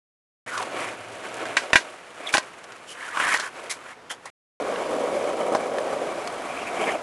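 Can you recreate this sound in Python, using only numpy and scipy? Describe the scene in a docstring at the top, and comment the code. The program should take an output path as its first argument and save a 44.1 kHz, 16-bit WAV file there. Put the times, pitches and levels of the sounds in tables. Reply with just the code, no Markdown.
"""Hard pavement outdoors, then a smooth court: a skateboard in two pieces with silence between.
Grit noise shakes deck and wheel resonances and hisses; scrapes and brief surges ring at gliding pitches.
The board is popped, knocked on a bench, landed and scraped round on its tail: blows ring its modes over
noise cracks. Short rough puffs come from shoes, wheels or board, low pulses jolt the microphone.
Shaped noise makes far traffic and an engine note."""
import sys
import numpy as np
from scipy import signal
from scipy.fft import rfft, irfft, next_fast_len
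from scipy.io import wavfile
from scipy.ndimage import uniform_filter1d

SR = 44100
rng = np.random.default_rng(int(sys.argv[2]) if len(sys.argv) > 2 else 0)


def transcribe(u):
    """Save the signal u as a 16-bit wav file named by the first command-line argument.

    u: samples, shape (n,) or (channels, n), limited to [-1, 1]; the rate is SR.
    q: integer samples, one column per channel.
    """
    v = np.clip(np.atleast_2d(u).T, -1, 1)
    q = np.round(v * 32767).astype(np.int16)
    wavfile.write(sys.argv[1], SR, q)


def rack_gain(trim_db):
    """Turn a fader trim in dB into the linear factor to multiply a signal by."""
    fader = np.asarray(trim_db, float)
    return 10 ** (fader / 20)


N = 309582
TIME_S = np.arange(N) / SR

# audible pieces, asphalt then court: start_s, end_s
PIECES = [(0.4624, 4.302), (4.6, 7.1)]
ON_COURT = TIME_S > PIECES[1][0]


def rms_one(x):
    """Scale to rms 1."""
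    return x / np.sqrt(np.mean(x ** 2) + 1e-20)


def in_time(rows):
    """Columns of a curve table at every sample."""
    s, *columns = np.transpose(rows)
    return [np.interp(TIME_S, s, c) for c in columns]


def colour(x, spectrum):
    """Shape noise by a (Hz, dB) table, straight over log frequency."""
    size = next_fast_len(N)
    hz, db = np.transpose(spectrum)
    log_hz = np.log(np.arange(size // 2 + 1) * SR / size + 1)
    gain = rack_gain(np.interp(log_hz, np.log(hz), db))
    return irfft(rfft(x, size) * gain, size)[:N]


def drift(rate_hz):
    """Low-passed noise of rms 1, a slow chance variation."""
    r = np.exp(-2 * np.pi * rate_hz / SR)
    slow = signal.lfilter([1], [1, -2 * r, r * r], rng.standard_normal(N + SR))
    return rms_one(slow[SR:])   # filter settled


def resonance(x, hz, width_hz):
    """Two-pole band, gain about 1 on top."""
    r = np.exp(-np.pi * width_hz / SR)
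    zeros = np.array([1, 0, -1]) * (1 - r * r) / 2
    poles = [1, -2 * r * np.cos(2 * np.pi * hz / SR), r * r]
    return signal.lfilter(zeros, poles, x + 1e-18)


def steep_resonance(x, hz, width_hz):
    """The same two-pole band twice in series."""
    return resonance(resonance(x, hz, width_hz), hz, width_hz)


def body(x, resonances):
    """Parallel steep resonances whose strengths flicker a little as the load shifts; rms 1."""
    flicker_db = 1.0
    return rms_one(sum(rack_gain(db + flicker_db * drift(12.0)) * steep_resonance(x, hz, width_hz)
                       for hz, width_hz, db in resonances))


def glide(x, hz, width_hz):
    """Gliding resonance: shift down by a changing pitch, low-pass, shift back; rms 1."""
    turn = np.exp(2j * np.pi * np.cumsum(hz) / SR)
    r = np.exp(-np.pi * width_hz / SR)
    low = signal.lfilter([1], [1, -2 * r, r * r], x / turn)
    return rms_one((low * turn).real)


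def grains(per_s, spread_db):
    """Grit under a wheel: random clicks, a few much larger than the rest; rms 1."""
    sizes = rack_gain(spread_db * np.minimum(rng.exponential(1, N), 5)) * rng.choice([-1, 1], N)
    return rms_one(sizes * (rng.random(N) < per_s / SR))


def deck_rumble(road, bumps):
    """Bumped road noise excites the deck's low resonances; rms about 1."""
    # resonances: pitch_hz, width_hz, relative_db
    asphalt_rumble = [(259, 704, 4.5), (477, 180, -15), (611, 163, 2.5)]
    court_rumble = [(267, 390, 1), (450, 240, -1)]
    # ring rises as weight comes onto all four wheels: time_s, pitch_hz
    court_deck_pitch = [(5.9, 552), (6.3, 629)]
    ring_width_hz, ring_db = 270, 1   # dB against the rest of the rumble
    shake = resonance(road * rack_gain(1.2 * bumps), 320, 940)
    ring = glide(shake, in_time(court_deck_pitch)[0], ring_width_hz)
    court = rms_one(body(shake, court_rumble) + rack_gain(ring_db) * ring)
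    return np.where(ON_COURT, court, body(shake, asphalt_rumble))


def wheel_chatter(road, bumps):
    """Trucks and wheels rattle on the road; the noise is shifted so layers add as powers."""
    # resonances: pitch_hz, width_hz, relative_db
    asphalt_chatter = [(940, 1200, 28.4), (1523, 2260, 17.3), (2176, 630, 13), (2790, 450, 4.4)]
    court_chatter = [(1046, 390, -4), (3000, 700, -18.5)]
    # ring of the trucks on the court: time_s, relative_db
    axle_ring = [(5.9, -13.5), (6.2, -13), (6.7, -9.5)]
    axle_hz, axle_width_hz = 2250, 320
    shifted_road = np.roll(road, SR // 200)   # 5 ms
    rattle = resonance(shifted_road * rack_gain(1.4 * bumps), 1575, 2600)
    axle_db = in_time(axle_ring)[0] + 2 * drift(5.6)
    court = body(rattle, [*court_chatter, (axle_hz, axle_width_hz, axle_db)])
    return np.where(ON_COURT, court, body(rattle, asphalt_chatter))


def grit_hiss(road, bumps, slips):
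    """Broad treble noise of rolling and of scraping, each at rms 1."""
    # grit spectrum: frequency_hz, relative_db
    grit_spectrum = [(2500, -9), (3400, -12), (5000, -11), (7000, -9.5), (10500, -12), (13000, -13.5)]
    stones = 0.4 * grains(per_s=150., spread_db=2.5) * rack_gain(4 * drift(3))   # loose ticks in clumps
    rough = (road + 0.3 * rng.standard_normal(N)) * rack_gain(1.8 * bumps)
    hiss = rms_one(colour(rough + stones, grit_spectrum))
    rough_slips = (slips + 0.9 * rng.standard_normal(N)) * rack_gain(2.2 * drift(70.))
    return hiss, rms_one(colour(rough_slips, grit_spectrum))


def scrape_bands(slips):
    """Slips ring in two fixed bands."""
    low = resonance(resonance(slips, 1095, 330), 1095, 330)
    high = resonance(resonance(slips, 3080, 400), 3090, 330)
    return 0.39 * rms_one(low) + 0.1 * rms_one(high)


def gliding_scrapes(slips):
    """Scrapes and brief rolling surges ring at gliding pitches; returns their swell and ring."""
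    # scrapes and surges: start_s, end_s, swell_db, from_hz, to_hz (before wander)
    scrape_rows = [(0.462, 0.517, -36, 1630, 1590), (0.49, 0.648, -31, 1450, 850),
                   (0.744, 0.907, -38.5, 2160, 2230), (0.718, 0.841, -40.5, 370, 340),
                   (0.747, 0.895, -47.5, 1010, 620), (2.176, 2.32, -45, 1950, 2520),
                   (2.918, 3.18, -38, 1470, 1770), (3.127, 3.262, -28, 1070, 1500),
                   (3.183, 3.376, -25, 1570, 1830), (3.306, 3.495, -33.5, 1700, 1490),
                   (3.73, 3.95, -47.5, 1510, 1900), (6.324, 6.677, -42, 1580, 2650),
                   (6.62, 6.944, -40.5, 1500, 1320), (6.69, 6.975, -41, 2300, 2800)]
    rise_share, fall_s = 0.45, 0.018   # share of length spent rising; time to fall
    width_hz, wander_share = 430, 0.1
    swell, ring = np.zeros(N), np.zeros(N)
    wander = 1 + wander_share * drift(30.)
    for start, end, db, from_hz, to_hz in scrape_rows:
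        span = slice(round(start * SR), round(end * SR))
        t = TIME_S[span]
        top = start + rise_share * (end - start)
        shape = rack_gain(db) * np.interp(t, [start, top, max(end - fall_s, top), end], [0, 1, 1, 0])
        pitch_hz = np.linspace(from_hz, to_hz, len(t)) * wander[span]
        swell[span] += shape
        ring[span] += shape * glide(slips[span], pitch_hz, width_hz)
    return swell, ring


def rolling():
    """One stream of grit and bumps drives deck, wheels and hiss; scrapes have their own slips."""
    # wheel work on the ground, as deck rumble before the bass cut: time_s, level_db
    roll_curve = [(0.47, -45.5), (0.7, -36), (0.8, -31.5), (0.88, -33.5), (0.92, -40), (1.05, -45),
                  (1.33, -37.5), (1.44, -34.5), (1.64, -38.5), (1.83, -39), (1.95, -51), (2.15, -52.5),
                  (2.23, -41), (2.43, -46.5), (2.5, -54.5), (3.5, -51), (3.59, -42), (3.7, -47),
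                  (3.93, -53), (3.97, -117), (4.3, -59), (4.6, -28.5), (5.6, -26.5), (6.05, -30),
                  (6.3, -34), (6.66, -34.5), (6.82, -24), (6.95, -25), (6.98, -38)]
    mean_roll_db = -40
    chatter_follows, hiss_follows = 0.62, 0.51   # shares of the roll's dB swing
    scrape_deck_db, scrape_wheel_db, scrape_hiss_db = -14.5, -3.5, -7.5   # against the swell
    roll_db, = in_time(roll_curve)
    bumps = drift(31.4)
    road = grains(per_s=2500., spread_db=2.0) + 0.34 * rng.standard_normal(N)
    slips = grains(per_s=3000., spread_db=1.5) * rack_gain(1.5 * bumps)
    swell, scrape_ring = gliding_scrapes(slips)
    deck = deck_rumble(road, bumps)
    wheels = wheel_chatter(road, bumps)
    hiss, rasp = grit_hiss(road, bumps, slips)

    swing_db = roll_db - mean_roll_db
    chatter_db = np.where(ON_COURT, -45, -40) + chatter_follows * swing_db
    hiss_db = np.where(ON_COURT, -51.5, -47.5) + hiss_follows * swing_db
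    # roll and scrape gains add as powers
    deck_gain = np.hypot(rack_gain(roll_db), rack_gain(scrape_deck_db) * swell)
    wheel_gain = np.hypot(rack_gain(chatter_db), rack_gain(scrape_wheel_db) * swell)
    scrape = scrape_bands(slips) + rack_gain(scrape_hiss_db) * rasp
    return deck_gain * deck + wheel_gain * wheels + rack_gain(hiss_db) * hiss + scrape_ring + swell * scrape


def traffic():
    """Steady far roar of shaped noise, and one rough engine note of narrow-band noise."""
    # roar spectrum: frequency_hz, relative_db
    roar_spectrum = [(25, -30.5), (200, -12.5), (500, -6.5), (1500, -11), (4000, -25), (11000, -35),
                     (14000, -19.5)]
    # far engine: time_s, level_db
    engine_curve = [(.46, -53.5), (1.5, -54.5), (1.7, -69)]
    engine_db, = in_time(engine_curve)
    roar_db = np.where(ON_COURT, -35.5, -47) + drift(2)
    roar = rack_gain(roar_db) * rms_one(colour(rng.standard_normal(N), roar_spectrum))
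    engine = body(rng.standard_normal(N), [(114, 21, 0), (190, 120, -8.0)])
    return roar + rack_gain(engine_db) * engine


def blows():
    """Each blow rings all board modes with fresh strengths, over a short crack of noise."""
    # board modes: pitch_hz, relative_db (before tilt), t60_s (at ring length 1)
    board_modes = [(340, -19, .04), (647, -12, .05), (820, -11, .05), (1023, -7, .065), (1561, -1, .065),
                   (1900, -1, .06), (2360, -3, .05), (2724, -5, .045), (3160, -10, .035), (3700, -13, .03)]
    # blows: time_s, ring_peak_db, ring_length_factor, tilt_db_per_octave (about 1.5 kHz),
    # crack_db (against the ring, before its fixed gain)
    blow_rows = [(0.577, -23.5, 0.44, -8, 0), (0.626, -26, 0.14, 3, 2), (0.843, -19, 0.12, -13, -34),
                 (1.454, -21.5, 0.74, -2, -13), (1.568, -5, 1.22, 2, -13.5), (1.731, 0.5, 0.98, 1.5, -17),
                 (1.756, 3, 1.27, 2, -17), (2.202, -28, 0.93, -43, -38), (2.339, -3.5, 0.78, 2.5, -10.5),
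                 (2.347, -8.5, 2.8, -8, -31), (2.3702, -8, 0.17, 15, -5), (2.3798, -9.5, 0.44, -8, -4.5),
                 (2.641, -38, 0.095, 17.5, 7), (2.721, -30.5, 0.21, 2, -2.5), (3.172, -15.5, 0.4, -3, -30),
                 (3.2002, -11, 0.36, -0.5, -35), (3.21, -26, 0.42, 0, -26), (3.338, -15, 1.9, -6, -9.5),
                 (3.373, -31, 0.12, 8, 11.5), (3.397, -23.5, 0.96, -11, 0.5), (4.107, -25, 0.65, -2.5, -22),
                 (4.759, -20.5, 0.34, 5, -24.5), (5.52, -13.5, 0.25, -22, -30.5),
                 (5.549, -8.5, 0.77, -19, -16.5), (5.784, -18, 0.28, -4, -10.5),
                 (6.274, -21.5, 0.18, 1, -0.5), (6.954, -19, 1, -45, -42)]
    crack_t60_s, rattle_t60_s = 0.01, 0.12   # added per unit of ring length
    rattle_db = -7.5   # loose grit and bearings after the crack
    out, t = np.zeros(N + SR), np.arange(SR // 5) / SR
    # plywood and trucks split each mode into a cluster of six
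    hz, mode_db, t60_s = np.repeat(np.transpose(board_modes), repeats=6, axis=1)[:, :, None]
    octaves = np.log2(np.maximum(hz, 720) / 1500)   # tilt stops below 720 Hz
    for s, peak_db, length, tilt_db, crack_db in blow_rows:
        strength = rack_gain(mode_db + tilt_db * octaves + rng.normal(0, 3, hz.shape))
        detune = 1 + 0.05 * rng.standard_normal(hz.shape)
        modes = strength * rack_gain(-60 * t / (t60_s * length)) * np.sin(2 * np.pi * hz * detune * t)
        ring = modes.sum(axis=0) * (1 - np.exp(-t / 0.0008))   # contact takes a moment to load
        noise = resonance(resonance(rng.standard_normal(len(t)), 2000, 7000), 2000, 6400)
        crack = 1.14 * noise * (1 - np.exp(-t / 0.00086))
        crack_decay = rack_gain(-60 * t / (0.0031 + crack_t60_s * length))
        rattle_decay = rack_gain(rattle_db - 60 * t / (0.0085 + rattle_t60_s * length))
        crack *= crack_decay + rattle_decay
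        at = round(s * SR)
        out[at:at + len(t)] += rack_gain(peak_db) * (ring / np.abs(ring).max() + 2 * rack_gain(crack_db) * crack)
    return out[:N]


def thumps():
    """Jolts of air push the microphone: low, one-sided pulses."""
    # jolts: time_s, peak_db
    jolt_rows = [(1.7327, -11), (1.756, -9.5), (2.343, -20), (3.259, -30), (3.28, -39)]
    clicks = np.zeros(N)
    for s, peak_db in jolt_rows:
        clicks[round(s * SR)] = rack_gain(peak_db)
    r = np.exp(-1 / (0.00018 * SR))   # pulse peaks after 0.18 ms
    return signal.lfilter([np.e * (1 - r)], [1, -2 * r, r * r], clicks + 1e-18)


def rough_puffs():
    """Short rough noise puffs, from shoes, wheels or board, partly ringing in one band."""
    # puffs: start_s, level_db, rise_s, ring_hz, ring_share (0-1)
    puff_rows = [(2.266, -26.5, 0.0029, 3420, 0.79), (2.287, -27, 0.0055, 2240, 0.67),
                 (2.324, -20.5, 0.027, 800, 0.44), (2.869, -36.5, 0.056, 3000, 0.39),
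                 (3.695, -22.5, 0.02, 2130, 0.34), (4.096, -30, 0.019, 3240, 0.38),
                 (4.099, -31.5, 0.0084, 1590, 0.89), (4.108, -35.5, 0.019, 690, 0.8),
                 (4.253, -32.5, 0.0047, 856, 0.61), (4.258, -38, 0.008, 1900, 1),
                 (6.663, -28.5, 0.017, 2320, 0.75), (6.865, -25.5, 0.023, 2000, 1)]
    t60_s, ring_width_hz = 0.1, 660
    out, t = np.zeros(N + SR), np.arange(SR // 3) / SR
    for s, level_db, rise_s, ring_hz, share in puff_rows:
        roughness_db = 19.0 * uniform_filter1d(rng.standard_normal(len(t)), size=100)
        rough = rng.standard_normal(len(t)) * rack_gain(roughness_db)
        ring = rms_one(steep_resonance(rough, ring_hz, ring_width_hz))
        broad = rms_one(resonance(rough, 2200, 8700))
        sound = share * ring + max(1 - share, 0) * broad
        shape = np.where(t < rise_s, np.sqrt(t / rise_s), rack_gain(-60 * (t - rise_s) / t60_s))
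        at = round(s * SR)
        out[at:at + len(t)] += rack_gain(level_db) * shape * sound
    return out[:N]


def stereo_side(mid):
    """Slight noisy stereo width that follows the mid's level and fades when quiet."""
    # side spectrum: frequency_hz, side_minus_mid_db (before the fade)
    side_spectrum = [(60, -30.5), (180, -26), (530, -44.5), (1600, -21), (4770, -14.5), (14200, -13.5)]
    knee_db = -40.5   # narrows to the middle below this level
    side = colour(mid * drift(200.0), side_spectrum)
    power = uniform_filter1d(mid ** 2, size=1024)
    return side * (power / (power + rack_gain(2 * knee_db))) ** 2


def scene():
    """The board, thinned in the bass, over traffic."""
    low_cut_hz = 150
    high_pass = signal.butter(2, low_cut_hz, "high", fs=SR, output="sos")
    board = signal.sosfilt(high_pass, rolling() + blows() + rough_puffs())
    mid = board + traffic()
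    stereo = mid + thumps() + stereo_side(mid) * [[1], [-1]]
    lean_db = np.where(ON_COURT, 0.05, 0.25)   # right up, left down
    return stereo * rack_gain(lean_db * [[-1], [1]])


def top_cut(x):
    """Nothing passes above the cut-off."""
    return signal.sosfilt(signal.butter(12, 14840, fs=SR, output="sos"), x)


def record(dry):
    """Hard cuts between the pieces, peaks rounded near full scale, a steep treble edge."""
    cutoff_hz = 10980
    audible = sum((TIME_S >= start) & (TIME_S < end) for start, end in PIECES)
    rounded = dry * audible / (1 + dry ** 4) ** 0.25
    low_pass = signal.butter(14, cutoff_hz, fs=SR, output="sos")
    mix = signal.sosfilt(low_pass, rounded)
    return top_cut(mix)


dry = scene()
out = record(dry)
transcribe(out)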